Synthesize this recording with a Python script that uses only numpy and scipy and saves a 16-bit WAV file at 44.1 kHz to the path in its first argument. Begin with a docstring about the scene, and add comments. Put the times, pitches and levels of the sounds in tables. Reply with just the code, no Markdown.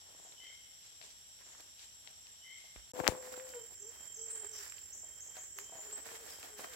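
"""An insect chorus drones in a tropical forest, where birds whistle and feet crush the leaf litter.
After a brief gap in the sound, something knocks on the left side of the microphone, setting its
casing into damped vibration. The steps are now nearer, a close cricket trills one tone for each
wing stroke, and a mosquito's wingbeat whines in and out of earshot.
Leaves scatter the calls, and the trunks return them as reverberation."""
import sys
import numpy as np
from scipy import signal
from scipy.fft import rfft, irfft, next_fast_len
from scipy.io import wavfile

SR = 44100
rng = np.random.default_rng(int(sys.argv[2]) if len(sys.argv) > 2 else 0)


def to_wav(sig):
    """Store sig (one row per channel, or 1-D mono) as 16-bit WAV at the path in sys.argv[1].

    Samples outside -1..1 are clipped; the rate is SR.
    """
    pcm = np.clip(np.atleast_2d(sig), -1, 1) * 32767
    pcm = np.round(pcm).astype(np.int16)
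    wavfile.write(sys.argv[1], SR, pcm.T)  # frames by channels


N = 297939
TIME = np.arange(N) / SR
GAP_START_S, GAP_END_S = 2.918, 2.935
FOREST_T60_S, CUTOFF_HZ = 1, 15800

# Levels are relative, before each source's gain; pan_db is left minus right.
# Spectral density of the forest air: frequency_hz, before_gap_db, after_gap_db
AIR_SPECTRA = [(29.8, -3, -11), (60, 1, 4.5), (103, -1, 0.5), (168, -8, -10), (430, -14, -9.5),
               (740, -10, -15.5), (1090, -15.5, -19.5), (1900, -10, -8), (2540, -11, -17), (3160, -1.5, -9),
               (4360, -8, -24.5), (6800, -12, -12), (8300, -16, -22), (12900, -21, -18), (15200, -20, -15)]
# Bands of far insects: centre_hz, width_hz, before_gap_db, after_gap_db
CHORUS_BANDS = [(5632, 760, -64, -66), (7530, 720, -61, -57), (11340, 1450, -71, -70.5),
                (11200, 190, -78, -78)]
# Far crickets: pitch_hz, strokes_per_s, level_db
FAR_TRILLS = [(7530, 38, -63.5), (7490, 68, -68), (5620, 33, -78), (5730, 57, -69.5)]
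# Swells of the thin cricket's note: centre_s, half_length_s, level_db
THIN_CRICKET_SWELLS = [(3.575, 0.069, -65), (4.036, 0.18, -65), (4.43, 0.045, -66), (4.584, .04, -68),
                       (4.78, 0.049, -66), (5.12, 0.064, -64.5), (5.362, 0.076, -65.5), (5.68, 0.088, -65),
                       (6.097, 0.17, -67.5), (6.384, 0.049, -67.5), (6.705, 0.13, -66)]
PHRASE_START_S, PHRASE_S, SAG_HZ_PER_S = 2.56, 1.16, 71
# Near cricket, swelling and fading as the microphone turns: time_s, level_db
CRICKET_LEVELS = [(2.94, -66), (3.25, -62.5), (3.5, -58), (3.85, -55.5), (4.35, -50), (4.8, -57),
                  (5.9, -60), (6.2, -91), (6.76, -106)]
REST_CENTRE_S, REST_HALF_LENGTH_S, REST_DB = 3.955, 0.04, -27   # it falters once

# Notes of the small bird: start_s, length_s, start_hz, end_hz, level_db
SMALL_BIRD_NOTES = [(.16, .13, 7700, 6830, -62), (1.42, 0.13, 7260, 6900, -62),
                    (3.77, 0.13, 6750, 5270, -62), (4.135, 0.063, 6980, 5310, -53.5),
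                    (4.19, 0.043, 7580, 8020, -49), (4.295, .032, 7970, 8220, -41),
                    (4.51, 0.069, 6120, 5100, -50.5), (4.915, 0.046, 5340, 8280, -49),
                    (5.195, .046, 5730, 7670, -52), (5.368, .071, 6120, 8210, -51),
                    (5.56, 0.06, 6200, 7420, -54), (5.765, 0.049, 6830, 7420, -48.5),
                    (5.92, 0.017, 7590, 7730, -39.5), (6.27, 0.061, 5700, 4700, -57)]
# The far bird's high and low rising notes: delay_s, length_s, start_hz, end_hz
FAR_BIRD_NOTES = [(0, .17, 2980, 3214), (0.032, 0.1844, 2057, 2166)]
# Its calls: start_s, high_note_db, low_note_db
FAR_BIRD_CALLS = [(.365, -58, -62.5), (2.405, -61, -59)]
FALLING_RASP, OCTAVE_DB = 3.6, -23   # rasp multiplier of falling notes; a whistle's second harmonic

# Steps and shuffles in the litter: start_s, length_s, level_db, weight_offset_db, sweep_offset_db
FOOTFALLS = [(0, .3, -75.5, 4, -19), (0.43, 0.1, -75.5, -2, 3), (0.826, 0.034, -79.5, -8, 10),
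             (1.027, .012, -75.5, 3, 9.5), (1.09, 0.023, -80, -12, 9.5), (1.377, .25, -72, -2.5, -5),
             (1.795, 0.028, -73.5, -12, 7.5), (2.053, 0.023, -70.5, 0, -4), (2.26, 0.036, -76, -15, 1),
             (2.59, 0.036, -76.5, -7, 12), (2.761, 0.0083, -69.5, -4.5, -4), (2.952, 0.16, -56, 7.5, -11.5),
             (3.249, 0.099, -61.5, 3, -5), (3.454, 0.11, -64.5, -1, -5.5), (3.86, 0.22, -71, -2, -6),
             (4.271, 0.19, -64.5, -5.5, -11), (4.545, .13, -61, -10.5, -4.5), (4.76, 0.11, -73.5, -20, 0),
             (4.998, 0.4, -75, -2.5, -13), (5.372, 0.0067, -59, -9, -9.5), (5.585, 0.013, -65, 0, -3.5),
             (5.694, 0.32, -64.5, -1.5, -8), (6.058, 0.15, -59, -2.5, -6), (6.27, 0.078, -62.5, -3, -3.5),
             (6.431, .025, -58.5, -3, -7), (6.597, 0.064, -56.5, 0, -6.5), (6.71, .05, -59, -10, -9)]
STEP_ATTACK_S, STEP_SETTLE_T60_S = 0.033, 0.46
ROLL_SHARE = 0.14   # part of a step's length in which the weight comes on
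STIR_BEFORE_GAP_DB, STIR_AFTER_GAP_DB = -88.5, -78   # leaves keep stirring between steps
FAR_DULL_HZ = 6560   # steps before the gap are farther off and duller
# Spectrum of soft ground under load: frequency_hz, density_db
PRESS_SPECTRUM = [(100, -28.5), (220, -11), (400, -4), (720, -3.5), (1100, -8.5), (2000, -35)]
# Spectrum of crushed dry leaves: frequency_hz, density_db
CRUNCH_SPECTRUM = [(500, -13), (1100, -3.5), (1800, 2.5), (2800, -7.5), (4500, -12.5), (8000, -16.5)]
# Spectrum of swept plants: frequency_hz, density_db
SWISH_SPECTRUM = [(2500, -5), (5000, -2.5), (8000, 0), (10000, -6.5), (12500, -4.5), (15800, -7)]
# Hollow sticks and roots underfoot: start_s, level_db
STICK_STRIKES = [(0.259, -60), (1.013, -60), (2.074, -63), (2.642, -64), (5.034, -57), (5.368, -51.5),
                 (5.724, -49), (5.754, -49.5), (5.786, -49.5), (6.088, -61), (6.445, -57.5), (6.614, -52),
                 (6.643, -52.5)]
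# Their modes: pitch_hz, level_db, t60_s
STICK_MODES = [(533, -6.5, 0.085), (652.4, 1, 0.14), (736, 2, 0.1), (935, -6.5, 0.15)]
# Twigs and dry leaves snapping: start_s, level_db, pan_db, treble_offset_db, pitch_hz
TWIG_SNAPS = [(.323, -53, 13, -5, 3320), (.469, -54, -4, -21, 3220), (1.014, -46, 11, -10, 3250),
              (1.025, -50, 8, -12, 3160), (1.389, -57, 6, -15, 3290), (1.55, -56, 6, -20, 1380),
              (1.605, -49, -2, 7, 4360), (1.794, -50.5, 7, -8, 3460), (2.074, -45, 20, -29, 3140),
              (2.269, -53, 3, -13, 3390), (2.762, -49.5, 1, -24, 2100), (3.085, -45, 20, -15, 1480),
              (3.254, -50, -6, -3, 1680), (3.34, -42, -7, -10, 1250), (3.365, -52, -1, -10, 2800),
              (3.398, -47, -11, -14, 1730), (3.49, -54, 19, 20.5, 1100), (3.537, -46.5, -2, -17, 1400),
              (4.606, -53, -8, -9, 1930), (4.722, -47, -4, -10, 1860), (4.782, -49.5, 2, -12, 3100),
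              (5.368, -47.5, 3, -8, 2900), (5.587, -42, -3, 10, 1740), (6.089, -46, -12, -18, 1770),
              (6.305, -52, -10, -6, 4880), (6.429, -45, 2, -15, 3650), (6.643, -42.5, 5, -17, 1150),
              (6.735, -49, -4, -13, 3150)]

# Mosquito passes: start_s, length_s, arriving_wingbeat_hz, leaving_wingbeat_hz, level_db, pan_db
MOSQUITO_PASSES = [(2.92, 0.29, 504, 510.6, -45.5, 5), (3.17, 0.365, 505, 513.5, -49.5, 10),
                   (3.529, 0.082, 507, 459, -50, 6), (3.587, 0.079, 465, 459, -57, 10),
                   (3.798, 0.12, 383, 471, -59, 5), (4.166, 0.11, 467, 454, -55.5, -8),
                   (4.266, 0.23, 444, 427, -54, 2.5), (4.48, .15, 438, 416, -61.5, 0),
                   (5.554, 0.1, 384, 417, -60, 15), (5.814, .18, 440, 427, -58, 7),
                   (6.02, 0.34, 443, 452, -60, 9), (6.496, .16, 449, 432, -58.5, 7),
                   (6.67, 0.17, 503, 480, -59, 12)]
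# Harmonics of the wingbeat: harmonic_number, level_db
WING_HARMONICS = [(1, 8.5), (2, -12), (3, -14.5), (4, -24)]
HOVER_DB, DART_PER_DB = -48, 0.48   # the wingbeat wavers more for each dB a pass lies below hovering

# Casing modes in the sharp knock: pitch_hz, level_db, t60_cycles
CASING_MODES = [(1490, -3, 2), (5440, -0.5, 5.4), (14800, -9.5, 10)]
KNOCK_S, KNOCK_PAN_DB, BUMP_T60_CYCLES = 3.0781, 47, 2
# Lighter bumps around the knock: start_s, level_db, pitch_hz, pan_db
CASING_BUMPS = [(2.76, -35.5, 566, 9), (2.938, -33, 350, 22), (3.001, -17.5, 1490, 27),
                (3.002, -13, 635, 29), (3.007, -25, 230, 19), (3.044, -17.5, 1850, 14),
                (3.053, -20, 1300, 25), (3.0647, -20, 1420, 18), (3.0682, -6, 1840, 21),
                (3.072, -16.5, 2400, 21), (3.0863, -8, 523, 24), (3.122, -23, 610, 5),
                (3.135, -28, 486, 29), (3.1512, -24.5, 770, 13), (3.332, -43, 590, 2)]
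# Low thuds of the hand's grip: start_s, level_db, pitch_hz, t60_cycles, pan_db
GRIP_THUDS = [(2.761, -48, 58.6, 13, -21), (3.086, -23, 96.5, 3.45, 26)]
# Balance between the two microphone ports: frequency_hz, pan_db
PORT_BALANCE = [(300, 0.5), (900, 0.5), (1800, -5), (3200, 7), (4400, 1.5), (5500, -0.5), (7500, 0.5),
                (9000, -10.5), (10800, -11), (13500, -9), (15500, -12)]


def from_db(db):
    """Amplitude grows tenfold for every 20 dB."""
    return 10 ** (np.asarray(db) / 20)


def rms_one(x):
    """Normalisation to unit mean power."""
    return x / np.sqrt(np.mean(x ** 2) + 1e-20)


def panned(x, pan_db):
    """A level difference between left and right, at constant total power."""
    ratio = from_db(pan_db)
    return np.array([x * ratio, x]) * np.sqrt(2 / (1 + ratio ** 2))


def add(out, start_s, sound):
    """Superposition: a sound adds to those already present."""
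    i = round(start_s * SR)
    out[:, i:i + sound.shape[-1]] += sound[..., :N - i]


def band(x, low_hz, high_hz):
    """Butterworth band-pass filtering."""
    sections = signal.butter(2, [low_hz, min(high_hz, .45 * SR)], "band", fs=SR, output="sos")
    return signal.sosfilt(sections, x)


def coloured(x, spectrum):
    """Spectral shaping by rows of frequency_hz, density_db; the result has unit rms."""
    hz, db = np.transpose(spectrum)
    size = next_fast_len(N)
    f = np.maximum(np.fft.rfftfreq(size, 1 / SR), 1)
    skirts = np.minimum(f / hz[0], 1) ** 2 * np.minimum(hz[-1] / f, 1) ** 2
    gain = from_db(np.interp(np.log(f), np.log(hz), db)) * skirts
    return rms_one(irfft(rfft(x, size) * gain, size)[..., :N])


def drift(knots_per_s):
    """Random modulation: straight lines join Gaussian values of unit spread."""
    knots = rng.standard_normal(4000)
    return np.interp(TIME * knots_per_s, np.arange(len(knots)), knots)


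def echoes(x, t60_s, samples):
    """Dense reflections act as convolution with decaying noise, different at each ear."""
    response = rng.standard_normal((2, samples)) * from_db(-60 * TIME[:samples] / t60_s)
    response /= np.sqrt(np.sum(response ** 2) / 2)
    return signal.fftconvolve(x, response, axes=1)[:, :N]


def forest(x, wet_db):
    """Reverberation: echoes from trunks and leaves follow the direct sound."""
    wet = from_db(wet_db)
    return (x + wet * echoes(x, FOREST_T60_S, SR)) / np.sqrt(1 + wet ** 2)


def thicket(x, scatter_t60_s, direct_db):
    """Multiple scattering: intervening leaves split a sound into many close arrivals."""
    direct = from_db(direct_db)
    return (direct * x + echoes(x, scatter_t60_s, SR // 4)) / np.sqrt(1 + direct ** 2)


def air(level_db, after_gap_db):
    """Broadband ambient noise: soft rumble and the hiss of far foliage."""
    white = rng.standard_normal((2, N))
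    before, after = (coloured(white, np.array(AIR_SPECTRA)[:, [0, column]]) for column in (1, 2))
    noise = np.where(TIME < GAP_START_S, before, after * from_db(after_gap_db))
    return noise * from_db(level_db + 0.075 * drift(27))


def chorus(flicker_db):
    """Incoherent summation: many far insects merge into narrow, shimmering bands of noise."""
    out = np.zeros((2, N))
    for hz, width_hz, before_db, after_db in CHORUS_BANDS:
        edges = hz - width_hz / 2, hz + width_hz / 2
        voices = rms_one(band(band(rng.standard_normal((2, N)), *edges), *edges))
        level_db = np.where(TIME < GAP_START_S, before_db, after_db)
        out += voices * from_db(level_db + flicker_db * drift(60))
    return out


def trill(pitch_hz, sweep_hz, strokes_per_s, wander_hz):
    """Stridulation: each wing stroke sounds one short falling tone, while the pitch slowly drifts."""
    age_s = (TIME - 4.0495) % (1 / strokes_per_s)
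    stroke = np.minimum(age_s * strokes_per_s / .68, 1)   # sounds for 68% of each period
    wander = np.cumsum(wander_hz * drift(8.8)) / SR
    phase = 2 * np.pi * (age_s * (pitch_hz + sweep_hz * (1 - stroke) / 2) + wander)
    return rms_one(np.sin(np.pi * stroke ** 0.75) * np.sin(phase)) * from_db(2.9 * drift(40))


def far_crickets(sweep_hz, wander_hz):
    """Scattering in the undergrowth blurs the pulses of distant trills."""
    songs = sum(trill(hz, sweep_hz, rate, wander_hz) * from_db(db) for hz, rate, db in FAR_TRILLS)
    return thicket(panned(songs, 0), scatter_t60_s=0.066, direct_db=-8)


def thin_cricket(pitch_hz, wander_hz, gain_db, flicker_db, pan_db):
    """Amplitude and frequency modulation: one wavering note swells, and sags through each phrase."""
    age_s = (TIME - PHRASE_START_S) % PHRASE_S
    hz = pitch_hz - SAG_HZ_PER_S * age_s + wander_hz * drift(90)
    tone = np.sin(2 * np.pi * np.cumsum(hz) / SR)
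    swells = sum(from_db(db) * np.exp(-((TIME - centre_s) / half_s) ** 2 / 2)
                 for centre_s, half_s, db in THIN_CRICKET_SWELLS)
    song = tone * swells * from_db(gain_db + flicker_db * drift(30))
    return forest(panned(song, pan_db), wet_db=-1.5)


def near_cricket(pitch_hz, sweep_hz, strokes_per_s, wander_hz, gain_db, pan_db):
    """Stridulation at close range, heard after the gap: direct sound outweighs reverberation."""
    level_db = np.interp(TIME, *np.transpose(CRICKET_LEVELS))
    rest_db = REST_DB * np.exp(-((TIME - REST_CENTRE_S) / REST_HALF_LENGTH_S) ** 2)
    song = trill(pitch_hz, sweep_hz, strokes_per_s, wander_hz) * from_db(level_db + rest_db + gain_db)
    return forest(panned(song * (TIME > GAP_START_S), pan_db), wet_db=-13)


def bird(notes, rasp_hz, scatter_t60_s, direct_db, wet_db, pan_db):
    """Rapid frequency modulation roughens gliding whistles, which scatter and reverberate."""
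    out, quaver = np.zeros((2, N)), drift(700)
    for start_s, length_s, start_hz, end_hz, db in notes:
        along = np.linspace(0, 1, round(length_s * SR))
        depth_hz = rasp_hz * (FALLING_RASP if end_hz < start_hz else 1)
        glide_hz = start_hz + (end_hz - start_hz) * along
        phase = 2 * np.pi * np.cumsum(glide_hz + depth_hz * quaver[round(start_s * SR):][:len(along)]) / SR
        tone = np.sin(phase) + from_db(OCTAVE_DB) * np.sin(2 * phase)
        swell = np.sqrt(np.abs(np.sin(np.pi * along)))
        add(out, start_s, panned(2 * from_db(db) * swell * tone, pan_db))
    return forest(thicket(out, scatter_t60_s, direct_db), wet_db)


def far_bird():
    """Strong reverberation places a repeated two-note call deep among the trees."""
    notes = [(start_s + delay_s, length_s, start_hz, end_hz, db) for start_s, *levels in FAR_BIRD_CALLS
             for (delay_s, length_s, start_hz, end_hz), db in zip(FAR_BIRD_NOTES, levels)]
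    return bird(notes, rasp_hz=73.6, scatter_t60_s=0.28, direct_db=0, wet_db=-3, pan_db=4.5)


def grains(per_s, spread_db, rub_db):
    """Shot noise: tiny leaf fractures come in clumps over a smooth rub."""
    fractures = rng.random(N) < per_s * from_db(4 * drift(40)) / SR
    sizes = from_db(spread_db * np.minimum(rng.exponential(1, N), 4))
    crackle = rms_one(fractures * sizes * rng.standard_normal((2, N)))
    return crackle + from_db(rub_db) * rng.standard_normal((2, N))


def tread(length_s):
    """Loading and relaxation: the foot rolls down and bears on the leaves, then they settle."""
    t = TIME[:SR]
    rise = np.minimum(t / (STEP_ATTACK_S + ROLL_SHARE * length_s), 1)
    return rise * from_db(-60 * np.maximum(t - STEP_ATTACK_S - length_s, 0) / STEP_SETTLE_T60_S)


def steps(press_db, crunch_db, swish_db, brush_pan_db, near_pan_db, uneven_db):
    """Feet press soft ground, crush leaves and sweep plants; these incoherent noises add in power."""
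    far = TIME < GAP_START_S
    power = np.ones((3, 1)) * from_db(np.where(far, STIR_BEFORE_GAP_DB, STIR_AFTER_GAP_DB)) ** 2
    for start_s, length_s, db, weight_db, sweep_db in FOOTFALLS:
        strengths = from_db([[db + weight_db], [db], [db + sweep_db]])
        add(power, max(start_s - STEP_ATTACK_S, 0), (strengths * tread(length_s)) ** 2)
    pressing, crushing, sweeping = np.sqrt(power) * from_db(uneven_db * drift(45))
    press = coloured(grains(700, 4.3, -6.5), PRESS_SPECTRUM) * pressing * from_db(press_db)
    crunch = coloured(grains(1200, 5.7, 5.6), CRUNCH_SPECTRUM) * crushing * from_db(crunch_db)
    swish = coloured(grains(2500, 13, 8.2), SWISH_SPECTRUM) * sweeping * from_db(swish_db)
    swish = np.where(far, signal.lfilter(*signal.butter(2, FAR_DULL_HZ, fs=SR), swish), swish)
    brushing_left = TIME < 3.13
    pan_db = np.where(brushing_left, brush_pan_db, near_pan_db) * ~far
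    return (press + crunch) * panned(np.ones(N), pan_db) + swish


def clunks(gain_db):
    """Modal vibration: trodden sticks ring dully, each mode varying in strength and tuning."""
    out, t = np.zeros((2, N)), TIME[:SR // 5]
    for start_s, db in STICK_STRIKES:
        for hz, mode_db, t60_s in STICK_MODES:
            strength, detune = from_db(rng.normal(mode_db, 1.7, (2, 1))), rng.normal(1, 0.037)
            decay = from_db(db + gain_db - 60 * t / t60_s)
            add(out, start_s, strength * np.sin(2 * np.pi * hz * detune * t) * decay)
    return forest(out, wet_db=-7.5)


def snaps(crack_t60_s, settle_db, settle_t60_s, gain_db, treble_gain_db):
    """Brittle fracture: a crack coloured by the size of the twig, then the leaves around it settle."""
    out, t = np.zeros((2, N)), TIME[:SR // 5]
    fade = from_db(-60 * t / crack_t60_s) + from_db(settle_db - 60 * t / settle_t60_s)
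    for start_s, db, pan_db, treble_db, hz in TWIG_SNAPS:
        white = rng.standard_normal((2, len(t)))
        body = rms_one(band(white, hz / 1.77, hz * 1.52))
        edge = rms_one(band(white, 4500, 13000)) * from_db(treble_db + treble_gain_db)
        add(out, start_s, (body + edge) * panned(fade * from_db(db + gain_db), pan_db))
    return out


def mosquito(waver, flutter_db, gain_db):
    """Periodic wingbeats radiate a harmonic series that glides, swells and fades with each pass."""
    out, wobble = np.zeros((2, N)), waver * drift(45)
    for start_s, length_s, start_hz, end_hz, level_db, pan_db in MOSQUITO_PASSES:
        first = round(start_s * SR)
        along = np.linspace(0, 1, round(length_s * SR))[:N - first]
        darting = (1 + DART_PER_DB * max(HOVER_DB - level_db, 0)) * wobble[first:][:len(along)]
        wingbeat_hz = (start_hz + (end_hz - start_hz) * along) * (1 + darting)
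        phase = 2 * np.pi * np.cumsum(wingbeat_hz) / SR
        tone = rms_one(sum(from_db(db) * np.sin(number * phase) for number, db in WING_HARMONICS))
        swell = np.abs(np.sin(np.pi * along)) ** 0.53   # a small exponent flattens the top
        add(out, start_s, panned(tone * swell * from_db(level_db + gain_db), pan_db))
    return thicket(out * from_db(flutter_db * drift(35)), scatter_t60_s=0.27, direct_db=10)


def knocks(scuff_db, scuff_t60_s):
    """Impact excitation: each contact gives a heavily damped swing of the casing and a short scuff."""
    out, t = np.zeros((2, N)), TIME[:SR // 4]
    knock = [(KNOCK_S, (-1) ** k * from_db(db), hz, cycles, KNOCK_PAN_DB)
             for k, (hz, db, cycles) in enumerate(CASING_MODES)]   # adjacent modes swing opposite ways
    bumps = [(s, from_db(db), hz, BUMP_T60_CYCLES, pan_db) for s, db, hz, pan_db in CASING_BUMPS]
    thuds = [(s, from_db(db), hz, cycles, pan_db) for s, db, hz, cycles, pan_db in GRIP_THUDS]
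    for start_s, strength, hz, cycles, pan_db in knock + bumps + thuds:
        swing = -np.sin(2 * np.pi * hz * t) * from_db(-60 * t * hz / cycles)
        scuff = rms_one(band(rng.standard_normal(len(t)), hz / 2, hz * 2))
        scuff *= from_db(scuff_db - 60 * t / scuff_t60_s)
        add(out, start_s, panned(strength * band(swing + scuff, hz / 4, hz * 2.17), pan_db))
    return out


def ports(x):
    """Each microphone port colours airborne sound with its own frequency response."""
    hz, balance_db = np.transpose(PORT_BALANCE)
    size = next_fast_len(N + SR // 10)
    f = np.maximum(np.fft.rfftfreq(size, 1 / SR), 1)
    gain = panned(np.ones(len(f)), np.interp(np.log(f), np.log(hz), balance_db))
    return irfft(rfft(x, size) * gain, size)[:, :N]


def scene():
    """Airborne sound enters by the ports; the structure-borne knocks come through the casing."""
    insects = chorus(flicker_db=1.1) + far_crickets(sweep_hz=268, wander_hz=25.05)
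    insects += thin_cricket(pitch_hz=3198, wander_hz=13.65, gain_db=2, flicker_db=3.5, pan_db=-2.5)
    insects += near_cricket(pitch_hz=7373, sweep_hz=166, strokes_per_s=43.45, wander_hz=12.23,
                            gain_db=4.5, pan_db=-19)
    birds = bird(SMALL_BIRD_NOTES, rasp_hz=111.3, scatter_t60_s=0.55, direct_db=-9, wet_db=-8, pan_db=3.5)
    birds += far_bird()
    litter = steps(press_db=3, crunch_db=2, swish_db=11, brush_pan_db=11, near_pan_db=-2, uneven_db=2.65)
    litter += clunks(gain_db=-4.5)
    litter += snaps(crack_t60_s=0.0094, settle_db=-20, settle_t60_s=0.28, gain_db=4, treble_gain_db=-10)
    airborne = air(level_db=-63, after_gap_db=-0.5) + insects + birds + litter
    airborne += mosquito(waver=0.0062, flutter_db=2.64, gain_db=-2)
    return ports(airborne) + knocks(scuff_db=-39.5, scuff_t60_s=0.17)


def record(dry):
    """Band limiting removes the deepest bass and the top; the sound drops out for an instant."""
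    lean = signal.sosfilt(signal.butter(2, 40, "high", fs=SR, output="sos"), dry)
    gap = (TIME > GAP_START_S) & (TIME < GAP_END_S)
    return signal.sosfilt(signal.ellip(10, .1, 80, CUTOFF_HZ, fs=SR, output="sos"), lean * ~gap)


dry = scene()
out = record(dry)
to_wav(out)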